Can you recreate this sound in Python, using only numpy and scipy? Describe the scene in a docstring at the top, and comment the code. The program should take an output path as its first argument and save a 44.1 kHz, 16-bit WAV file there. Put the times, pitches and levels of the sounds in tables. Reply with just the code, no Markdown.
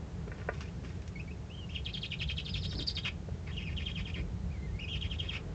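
"""Steady low hum, night air, microphone hiss and mains lines: filtered noise and sines, throughout.
Young owls scuffle in a rocky hollow, mostly early: wing puffs and gravel brushes (noise), stone knocks
(modes); puffs and knocks recur later. Peeps and arching whistles (near-pure tones) come before and among
three bouts of chitter: swooping notes that rasp and rise again (roughened tones, hiss), each bout ending
in a screech; a faint whine precedes the last. Close rock walls reflect all the owls' sounds."""
import sys
import numpy as np
from scipy import signal
from scipy.fft import rfft, irfft
from scipy.io import wavfile

SR = 44100
rng = np.random.default_rng(int(sys.argv[2]) if len(sys.argv) > 2 else 0)


def store_pcm(level_fs):
    """Save levels as 16-bit WAV."""
    pcm = np.round(np.clip(level_fs, -1, 1) * 32767).astype(np.int16)
    wavfile.write(sys.argv[1], SR, np.atleast_2d(pcm).T)


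N = 244314
TIME = np.arange(N) / SR

# All levels below are relative: filters and mix gains follow.
# low hum: spectrum (f/Hz, density/dB per Hz); course (t/s, level/dB)
HUM = [(12, -25.5), (28, -27), (48, -1), (86, 2.5), (118, -6.5), (145, -2), (192, -6), (218, -20),
       (320, -28), (700, -79.5)]
HUM_LEVEL = [(0.0, -41), (0.12, -41.5), (1.83, -42), (2.78, -36), (2.87, -40.5), (4.17, -37), (5.54, -40.5)]
# night air: spectrum (f/Hz, density/dB per Hz); course (t/s, level/dB)
NIGHT_AIR = [(100, -8.5), (240, 1.5), (330, 0), (450, 2), (530, -5.5), (640, -6.5), (730, -9.5),
             (1200, -13.5), (2000, -17.5), (4000, -33.5), (8000, -50.5)]
NIGHT_AIR_LEVEL = [(0.0, -53), (1.8, -56), (5.06, -54.5), (5.54, -51.5)]
# microphone hiss: (f/Hz, density/dB per Hz)
MIC_HISS = [(300, -4.5), (1500, 4), (3000, 3.5), (5300, 0.5), (7200, -0.5), (8200, -11), (8800, -30)]
# faint mains lines: (f/Hz, level/dB)
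MAINS = [(550, -72.5), (650, -72.5), (750, -73.5), (850, -73.5)]
# wing beats pushing air: (t/s, rise/s, t60/s, level/dB)
WING_BEATS = [(0.261, 0.019, 0.24, -44), (0.829, 0.017, 0.063, -42.5), (2.719, 0.075, 0.19, -39.5),
              (4.15, 0.039, 0.38, -42)]
# spectrum of the wing puffs: (f/Hz, density/dB per Hz)
WING_AIR = [(40, -10), (130, 4), (270, 4), (450, -6), (900, -22), (2500, -47)]
# feathers and claws on gravel: (t/s, rise/s, t60/s, level/dB, tilt/dB per octave well above 500 Hz)
SCRAPES = [(0.276, 0.0033, 0.025, -48, 1.5), (0.34, 0.032, 0.97, -56.5, 0), (0.525, 0.011, 1, -58, 5.5),
           (0.604, 0.0037, 0.087, -40, 6), (0.836, 0.0038, 0.54, -55, 4.5), (1.015, 0.0064, 0.041, -57, 9),
           (1.075, 0.0049, 0.042, -51, 13.5)]
# spectrum of brushed gravel before tilt: (f/Hz, density/dB per Hz)
GRAVEL = [(200, -6), (700, 10), (1500, 14), (2500, 9.5), (4000, -3.5), (5300, -2), (7000, -11), (8800, -35)]
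# knocks on stone: (t/s, peak level/dB, tilt/dB per octave)
KNOCKS = [(0.277, -38, -30), (0.316, -34.5, 11), (0.415, -41.5, 8), (0.487, -21, 4), (2.726, -39.5, 8.5),
          (2.789, -41.5, 6), (3.285, -38, -4.5)]
# stone modes: (f/Hz, level/dB, t60/s)
STONE_MODES = [(456, 6, 0.02), (594, 10.5, 0.012), (646, 4.5, 0.035), (971, -12, 0.034),
               (1196, -15.5, 0.057), (1443, -6, 0.031), (1585, -1, 0.027), (1850, -5, 0.029),
               (2030, -13, 0.048), (2337, -5.5, 0.023), (2670, -10.5, 0.018)]
# peeps, held then flicked upward: (t/s, length/s, f/Hz, level/dB)
PEEPS = [(0.645, .045, 2420, -57), (1.155, 0.056, 2234, -45.5), (1.276, 0.045, 2240, -52)]
# thin arching whistles: (t/s, length/s, top f/Hz, level/dB, roughness/0-1)
ARCHES = [(1.495, 0.16, 3155, -54, .08), (1.69, .062, 3033, -52.5, 0.7), (2.488, 0.036, 5080, -50.5, 0),
          (2.564, 0.049, 5380, -55, 0.3), (2.673, .066, 5590, -54, 0.3), (2.762, .036, 5170, -53.5, .2),
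          (3.508, 0.06, 3180, -55, 0.7), (3.618, 0.062, 2780, -51, 0.4), (4.788, 0.069, 2886, -44.5, 0.23),
          (4.876, 0.07, 3327, -46.5, .2), (4.881, 0.065, 2930, -46, 0)]
# wavering whine before the last bout: (t/s, f/Hz, level/dB)
WHINE = [(4.5, 2130, -56), (4.516, 2496, -63.5), (4.586, 1993, -65), (4.656, 2065, -60), (4.7, 1800, -69),
         (4.754, 2210, -63), (4.78, 2090, -57)]
# chitter notes: (t of crest/s, time to upturn/s, f/Hz, whistle level/dB, rasp level/dB)
NOTES = [(1.762, 0.029, 2938, -32, -51.5), (1.865, 0.034, 3192, -35.5, -46),
         (1.948, 0.033, 3526, -33.5, -45), (2.032, 0.027, 3418, -35, -41), (2.122, 0.018, 2880, -33.5, -43),
         (2.204, 0.027, 3195, -39.0, -36), (2.292, 0.027, 3240, -37.5, -39.5),
         (2.382, 0.024, 3310, -32.5, -41.5), (2.465, 0.031, 3530, -32.5, -45),
         (2.548, 0.033, 3450.0, -31.5, -40), (2.628, 0.032, 4260, -41, -40.5),
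         (2.708, 0.049, 4420, -43, -48), (2.794, 0.033, 4140, -37.5, -41), (2.884, 0.026, 4560, -27.5, -41),
         (2.967, 0.025, 4030, -32.5, -41.5), (3.047, 0.039, 3080.0, -38.5, -43),
         (3.579, 0.05, 2940, -36, -51), (3.68, 0.051, 2524, -38.5, -51), (3.779, 0.054, 3060, -33.5, -47.0),
         (3.87, 0.046, 3124, -35, -48), (3.96, 0.053, 3085, -39.5, -45), (4.06, 0.044, 3156, -45.0, -46),
         (4.145, 0.044, 2900.0, -40, -47), (4.943, 0.028, 3160, -37.5, -42.5),
         (5.027, 0.039, 3014, -33.5, -46.5), (5.117, 0.034, 3125, -37.5, -46.5),
         (5.205, 0.061, 3050, -32, -50.5), (5.296, 0.052, 3116, -34.5, -47)]
# bouts of chitter: (start t/s, end t/s, lead-in/s, greatest rise of the top above note f/Hz, longest sink/s,
# fall roughness/0-1, first rasp roughness/0-1, last rasp roughness/0-1)
BOUTS = [(1.7, 3.083, .013, 724, 0.0092, 0.26, 0.58, 1.0),
         (3.5, 4.167, 0.011, 240.8, 0.016, 0.13, 0.88, 1.0), (4.9, 5.332, .014, 300, .017, 0.15, 1, 1)]
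# air hissing through the open bill: (f/Hz, density/dB per Hz)
BILL_HISS = [(600, -40.5), (1350, 1.5), (2000, 7), (3200, 5), (5100, 8), (6000, 3), (8800, -27)]
# harsh screeches at bout edges: (t/s, length/s, f at mid-length/Hz, level/dB)
SCREECHES = [(2.968, 0.025, 2250, -46), (3.043, 0.0493, 2762, -35.5), (3.463, 0.054, 2114, -49.5),
             (4.171, 0.053, 2396, -51.5), (5.326, .06, 2617, -41)]
# throat response: (f/Hz, gain/dB)
THROAT = [(1400, -2.5), (2000, -2), (2500, 0), (2950, -2.5), (3230, 2.5), (3450, -4), (3760, 1.5),
          (4000, -4), (4600, 0), (5250, 2.5), (5600, -7), (7200, 5.5), (8600, -2)]
# reverberation of the hollow: (f/Hz, t60/s)
HOLLOW = [(300, 0.068), (1500, 0.13), (3000, 0.15), (8000, 0.083)]
# near-wall reflections: (delay/s, level/dB)
WALLS = [(.0028, -12), (.0053, -14.5), (.0066, -20), (.0098, -26.5), (0.0126, -35.5)]

# peep: flick climb; catch in the voice just before it, place and width as shares of the length
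FLICK_HZ, CATCH_DB, CATCH_AT, CATCH_WIDTH = 694, -36, 0.51, 0.14
# arch: share of the length at the top, climb to it, drop after it
ARCH_PEAK, ARCH_RISE_HZ, ARCH_SAG_HZ = 0.38, 703, 465
WHINE_DB, WHINE_OCTAVE_DB = 2.5, -13
# chitter: top re whistle level; upturn and end re rasp level; outer fades re top and end
TOP_DB, UPTURN_DB, END_DB, EDGE_DB = -11.5, 3, -8.5, -14.5
TOP_ROUGH, END_ROUGH = 0.65, 0.56
EDGE_S, TURN_S = 0.009, 0.00832
ATTACK_S, CREST_S = 0.0049, 0.0034  # jump to the crest partway down the fall; brief hold
DIP_RATIO, END_HZ = 0.8, 250  # dip as a share of note pitch; end above note pitch, when not tired
CEILING_HZ = 4770  # no note's top is higher
WARM_S = 0.149  # first note of a bout is shallower and cleaner
TIRE_S, TIRED_SAG_HZ = 0.23, 300.6  # late notes sag and climb less
SECOND_DB, SECOND_ROUGH = -11, 0.5  # other side of the syrinx, holding the top pitch
THIN_HZ, THIN_DB_PER_HZ = 4130, -0.0003  # slight thinning of the tone above this pitch
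SCREECH_SAG_HZ_PER_S = 4100
BAND_LIMIT_HZ = 8750


def gain_of(db):
    """Decibels to amplitude."""
    return 10 ** (np.asarray(db) / 20)


def evened(x):
    """Scales to rms 1."""
    return x / np.sqrt(np.mean(x ** 2) + 1e-20)


def read(points, hz):
    """Interpolates a spectrum on a log-frequency axis."""
    f, value = np.transpose(points)
    return np.interp(np.log(hz + 1), np.log(f + 1), value)


def level(curve):
    """A dB curve as a gain for every sample."""
    return gain_of(np.interp(TIME, *np.transpose(curve)))


def samples(start_s, end_s):
    """Sample numbers between two times."""
    return np.arange(round(start_s * SR), round(end_s * SR))


def add(mix, s, sound):
    """Adds a sound into the mix at time s."""
    part = mix[max(round(s * SR), 0):][:len(sound)]
    part += sound[:len(part)]


def coloured(x, spectrum, tilt_db=0):
    """Filters by a spectrum plus a tilt that nears dB per octave well above 500 Hz."""
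    hz = np.fft.rfftfreq(N, 1 / SR)
    gain_db = read(spectrum, hz) + tilt_db * np.log2(1 + hz / 500)
    return irfft(rfft(x) * gain_of(gain_db), N)


def noise(spectrum, tilt_db=0):
    """Gaussian noise of rms 1 with a given spectrum."""
    return evened(coloured(rng.standard_normal(N), spectrum, tilt_db))


def flutter(rate_hz):
    """Smooth random motion of rms 1, up to about the given rate."""
    hz = np.fft.rfftfreq(N, 1 / SR)
    lowpass = 1 / (1 + (hz / rate_hz) ** 2)
    return evened(irfft(rfft(rng.standard_normal(N)) * lowpass, N))


def background(air_db=1, mic_hiss_db=-64):
    """Low hum, night air and microphone hiss as shaped noise; mains lines as sines of random phase."""
    hum = level(HUM_LEVEL) * noise(HUM)
    air = gain_of(air_db) * level(NIGHT_AIR_LEVEL) * noise(NIGHT_AIR)
    mic_hiss = gain_of(mic_hiss_db) * noise(MIC_HISS)
    lines = sum(gain_of(db) * np.sqrt(2) * np.sin(2 * np.pi * (hz * TIME + rng.random()))
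                for hz, db in MAINS)
    return hum + air + mic_hiss + lines


def stroke(s, rise_s, t60_s):
    """An envelope that swells linearly to 1 and dies away exponentially."""
    swell = np.clip((TIME - s) / rise_s, 0, 1)
    return swell * 1e-3 ** (np.maximum(TIME - s - rise_s, 0) / t60_s)


def scuffle(grain_db=4):
    """Wing puffs are low noise; gravel brushes are noise made grainy by fast random gain."""
    puffs = sum(gain_of(db) * stroke(s, rise_s, t60_s) for s, rise_s, t60_s, db in WING_BEATS)
    grains = evened(gain_of(grain_db * flutter(300)))
    brushes = sum(gain_of(db) * stroke(s, rise_s, t60_s) * noise(GRAVEL, tilt_db)
                  for s, rise_s, t60_s, db, tilt_db in SCRAPES)
    return grains * brushes + puffs * noise(WING_AIR)


def stone_ring(tilt_db, contact_s=0.0018):
    """Decaying stone modes of peak 1; the dull thud comes first, higher modes build up just after."""
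    t = np.arange(SR // 5) / SR
    ring = np.zeros(len(t))
    for k, (hz, mode_db, t60_s) in enumerate(STONE_MODES):
        decay = gain_of(mode_db + tilt_db * np.log2(hz / 1000) - 60 * t / t60_s)
        build_up = 1 - np.exp(-t / (contact_s * (hz / 1000) ** 2))
        ring += (-1) ** k * decay * build_up * np.sin(2 * np.pi * hz * t)
    return ring / abs(ring).max()


def knocks(rattle_db=-9, rattle_delay_s=0.004084):
    """A claw tips a stone, which rings briefly and touches down once more."""
    out = np.zeros(N)
    for s, db, tilt_db in KNOCKS:
        ring = gain_of(db) * stone_ring(tilt_db)
        add(out, s, ring)
        add(out, s + rattle_delay_s, gain_of(rattle_db) * ring)
    return out


def syrinx(hz, rough, chance, octave_db=-17, jitter=0.069, tremor=0.012, doubling=0):
    """A nearly pure tone; roughness jitters pitch and randomises swing; doubling adds an octave below."""
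    wobble, real, imaginary = chance
    phase = 2 * np.pi * np.cumsum(hz * (1 + (tremor + jitter * rough) * wobble)) / SR
    swing = np.sqrt(1 - rough ** 2) + rough * (real + 1j * imaginary) / np.sqrt(2)
    # low, rough notes carry the strongest overtone
    octave = gain_of(octave_db) * (1 + rough) / (1 + (hz / 2900) ** 8)
    wave = swing * (np.exp(1j * phase) + octave * np.exp(2j * phase))
    wave = wave + doubling * swing.conj() * np.exp(0.5j * phase)
    return np.sqrt(2) * wave.real


def whistles(clean_rough=0.08, taper=0.11):
    """Thin syrinx tones: peeps, arches and a whine; two arches can overlap, one from each side."""
    out = np.zeros(N)
    chance = np.array([flutter(120), flutter(250), flutter(250)])

    def sing(at, hz, db, rough=clean_rough, octave_db=-15):
        """Adds one tone with soft ends."""
        tone = syrinx(hz, rough, chance[:, at], octave_db=octave_db, jitter=0.055, tremor=0.016)
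        add(out, at[0] / SR, gain_of(db) * tone * signal.windows.tukey(len(at), taper))

    for s, length_s, hz, db in PEEPS:
        at = samples(s, s + length_s)
        u = np.linspace(0, 1, len(at))
        catch_db = CATCH_DB * np.exp(-((u - CATCH_AT) / CATCH_WIDTH) ** 2)
        sing(at, hz + FLICK_HZ * u ** 5, db + catch_db, octave_db=-17.5)
    for s, length_s, top_hz, db, rough in ARCHES:
        at = samples(s, s + length_s)
        side = np.interp((at / SR - s) / length_s, [0, ARCH_PEAK, 1], [-1, 0, 1])
        sing(at, top_hz - np.where(side < 0, ARCH_RISE_HZ, ARCH_SAG_HZ) * side ** 2, db, rough)
    s, hz, db = np.transpose(WHINE)
    at = samples(s[0], s[-1])
    whine_db = np.interp(at / SR, s, db) + WHINE_DB
    sing(at, np.interp(at / SR, s, hz), whine_db, octave_db=WHINE_OCTAVE_DB)
    return out


def hoarse_voice(wobble_hz=380, swing_hz=400, burst_hz=160):
    """Random motion of a hoarse voice: pitch wobble, complex swing, bursts, two colours of hiss."""
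    return np.array([flutter(wobble_hz), flutter(swing_hz), flutter(swing_hz), flutter(burst_hz),
                     noise(BILL_HISS), noise(BILL_HISS, tilt_db=10)])


def thinning(hz):
    """Gain of the tone, which falls slightly at the top of the voice."""
    return gain_of(THIN_DB_PER_HZ * np.maximum(hz - THIN_HZ, 0))


def rasp(hz, rough, chance, doubling, hiss_db=-14, shrill_db=-10, burst_db=10):
    """Syrinx tone plus air hiss; random bursts of the tone are strongest at half roughness."""
    bursts, air, shrill = chance[3:]
    tone = syrinx(hz, rough, chance[:3], octave_db=-20, jitter=0.068, tremor=0.014, doubling=doubling)
    burst_gain = gain_of((1 + burst_db * rough * (1 - rough)) * bursts)
    hiss = gain_of(hiss_db) * rough * air
    # high, hoarse notes hiss more shrilly
    hiss = hiss + gain_of(shrill_db) * rough ** 2 * (hz.mean() / 3800) ** 4 * shrill
    return burst_gain * thinning(hz) * tone + hiss


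def chitter_note(note, bout, chance, doubling, lead_db, crest_db):
    """Start time and sound of one note: tips over from its top, breaks into rasp, turns up again."""
    s, length_s, pitch_hz, db, rasp_db = note
    first, last, lead_s, above_hz, sink_s, fall_rough, first_rough, last_rough = bout
    top, upturn = s - lead_s, s + length_s
    low, turn, end = s + min(sink_s, length_s / 2), upturn - TURN_S, upturn + TURN_S
    at = samples(top - EDGE_S, end + EDGE_S)
    t = at / SR
    vigour = min((last - s) / TIRE_S, 1)
    warmth = min((s - first) / WARM_S, 1)

    top_hz = min(pitch_hz + warmth * above_hz, CEILING_HZ)
    dip_hz = DIP_RATIO * pitch_hz - TIRED_SAG_HZ * (1 - vigour)
    end_hz = dip_hz + vigour * (pitch_hz + END_HZ - dip_hz)
    hz = np.interp(t, [top, s, low, turn, end], [top_hz, pitch_hz, dip_hz, dip_hz, end_hz])

    loud_t = [t[0], top, s - ATTACK_S, s - CREST_S / 2, s + CREST_S / 2,
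              low, turn, upturn, end, t[-1]]
    loud_db = [db + TOP_DB + EDGE_DB, db + TOP_DB, db + lead_db, db + crest_db, db + crest_db,
               rasp_db, rasp_db, rasp_db + UPTURN_DB, rasp_db + END_DB, rasp_db + END_DB + EDGE_DB]
    loud = gain_of(np.interp(t, loud_t, loud_db))

    dip_rough = np.interp(s, [first, last], [first_rough, last_rough])
    rough_t = [top, s, (s + low) / 2, low + TURN_S / 2, turn, upturn]
    rough = np.interp(t, rough_t, [TOP_ROUGH, warmth * fall_rough, fall_rough,
                                   dip_rough, dip_rough, END_ROUGH])
    rough = np.clip(rough, 0, 1)

    main = loud * rasp(hz, rough, chance[:, at], doubling * rough ** 3)
    # time-reversed random motion sets the second side apart
    second = syrinx(top_hz, SECOND_ROUGH, chance[:3, at[::-1]])
    second = gain_of((db + rasp_db) / 2 + SECOND_DB) * thinning(top_hz) * second
    window = signal.windows.tukey
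    return t[0], main * window(len(at), 0.1) + second * window(len(at), 0.5)


def chitter(doubling=0.24, lead_db=-8, crest_db=-0.5):
    """Bouts of swooping notes; rasp coarsens through the first two, stays fully rough in the third."""
    out, chance = np.zeros(N), hoarse_voice()
    for bout in BOUTS:
        for note in NOTES:
            if bout[0] <= note[0] <= bout[1]:
                add(out, *chitter_note(note, bout, chance, doubling, lead_db, crest_db))
    return out


def screeches(rough=0.82, doubling=0.28, taper=0.48):
    """A sagging rasp whose period doubles, adding a band an octave below."""
    out, chance = np.zeros(N), hoarse_voice(wobble_hz=510, swing_hz=420)
    for s, length_s, pitch_hz, db in SCREECHES:
        at = samples(s, s + length_s)
        hz = pitch_hz - SCREECH_SAG_HZ_PER_S * (at / SR - s - length_s / 2)
        sound = rasp(hz, rough, chance[:, at], doubling, hiss_db=-17.5, burst_db=5)
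        add(out, s, gain_of(db) * sound * signal.windows.tukey(len(at), taper))
    return out


def hollow(x, tail_db=-9, tail_rise_s=0.0023):
    """Direct sound, a few reflections off near rock, and a short diffuse tail decaying per frequency."""
    hz, t, z = signal.stft(rng.standard_normal(SR // 3), SR, nperseg=256)
    decay = gain_of(-60 * t / read(HOLLOW, hz)[:, None])
    tail = signal.istft(z * decay, SR, nperseg=256)[1]
    tail *= np.clip(np.arange(len(tail)) / SR / tail_rise_s, 0, 1)
    response = gain_of(tail_db) * tail / np.linalg.norm(tail)
    response[0] += 1
    for delay_s, db in WALLS:
        add(response, delay_s, gain_of([db]))
    return signal.fftconvolve(x, response)[:N]


def scene(chitter_db=-2.5, screech_db=0.5):
    """Owls in their hollow, over the background; the throat filters all voices."""
    voice = whistles() + gain_of(chitter_db) * chitter() + gain_of(screech_db) * screeches()
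    owls = scuffle() + knocks() + coloured(voice, THROAT)
    return (background() + hollow(owls))[None]


def record(dry):
    """The nest camera's band limit: a linear-phase low-pass."""
    lowpass = signal.firwin(401, BAND_LIMIT_HZ, window=("kaiser", 9), fs=SR)
    return signal.oaconvolve(dry, lowpass[None], "same")


dry = scene()
out = record(dry)
store_pcm(out)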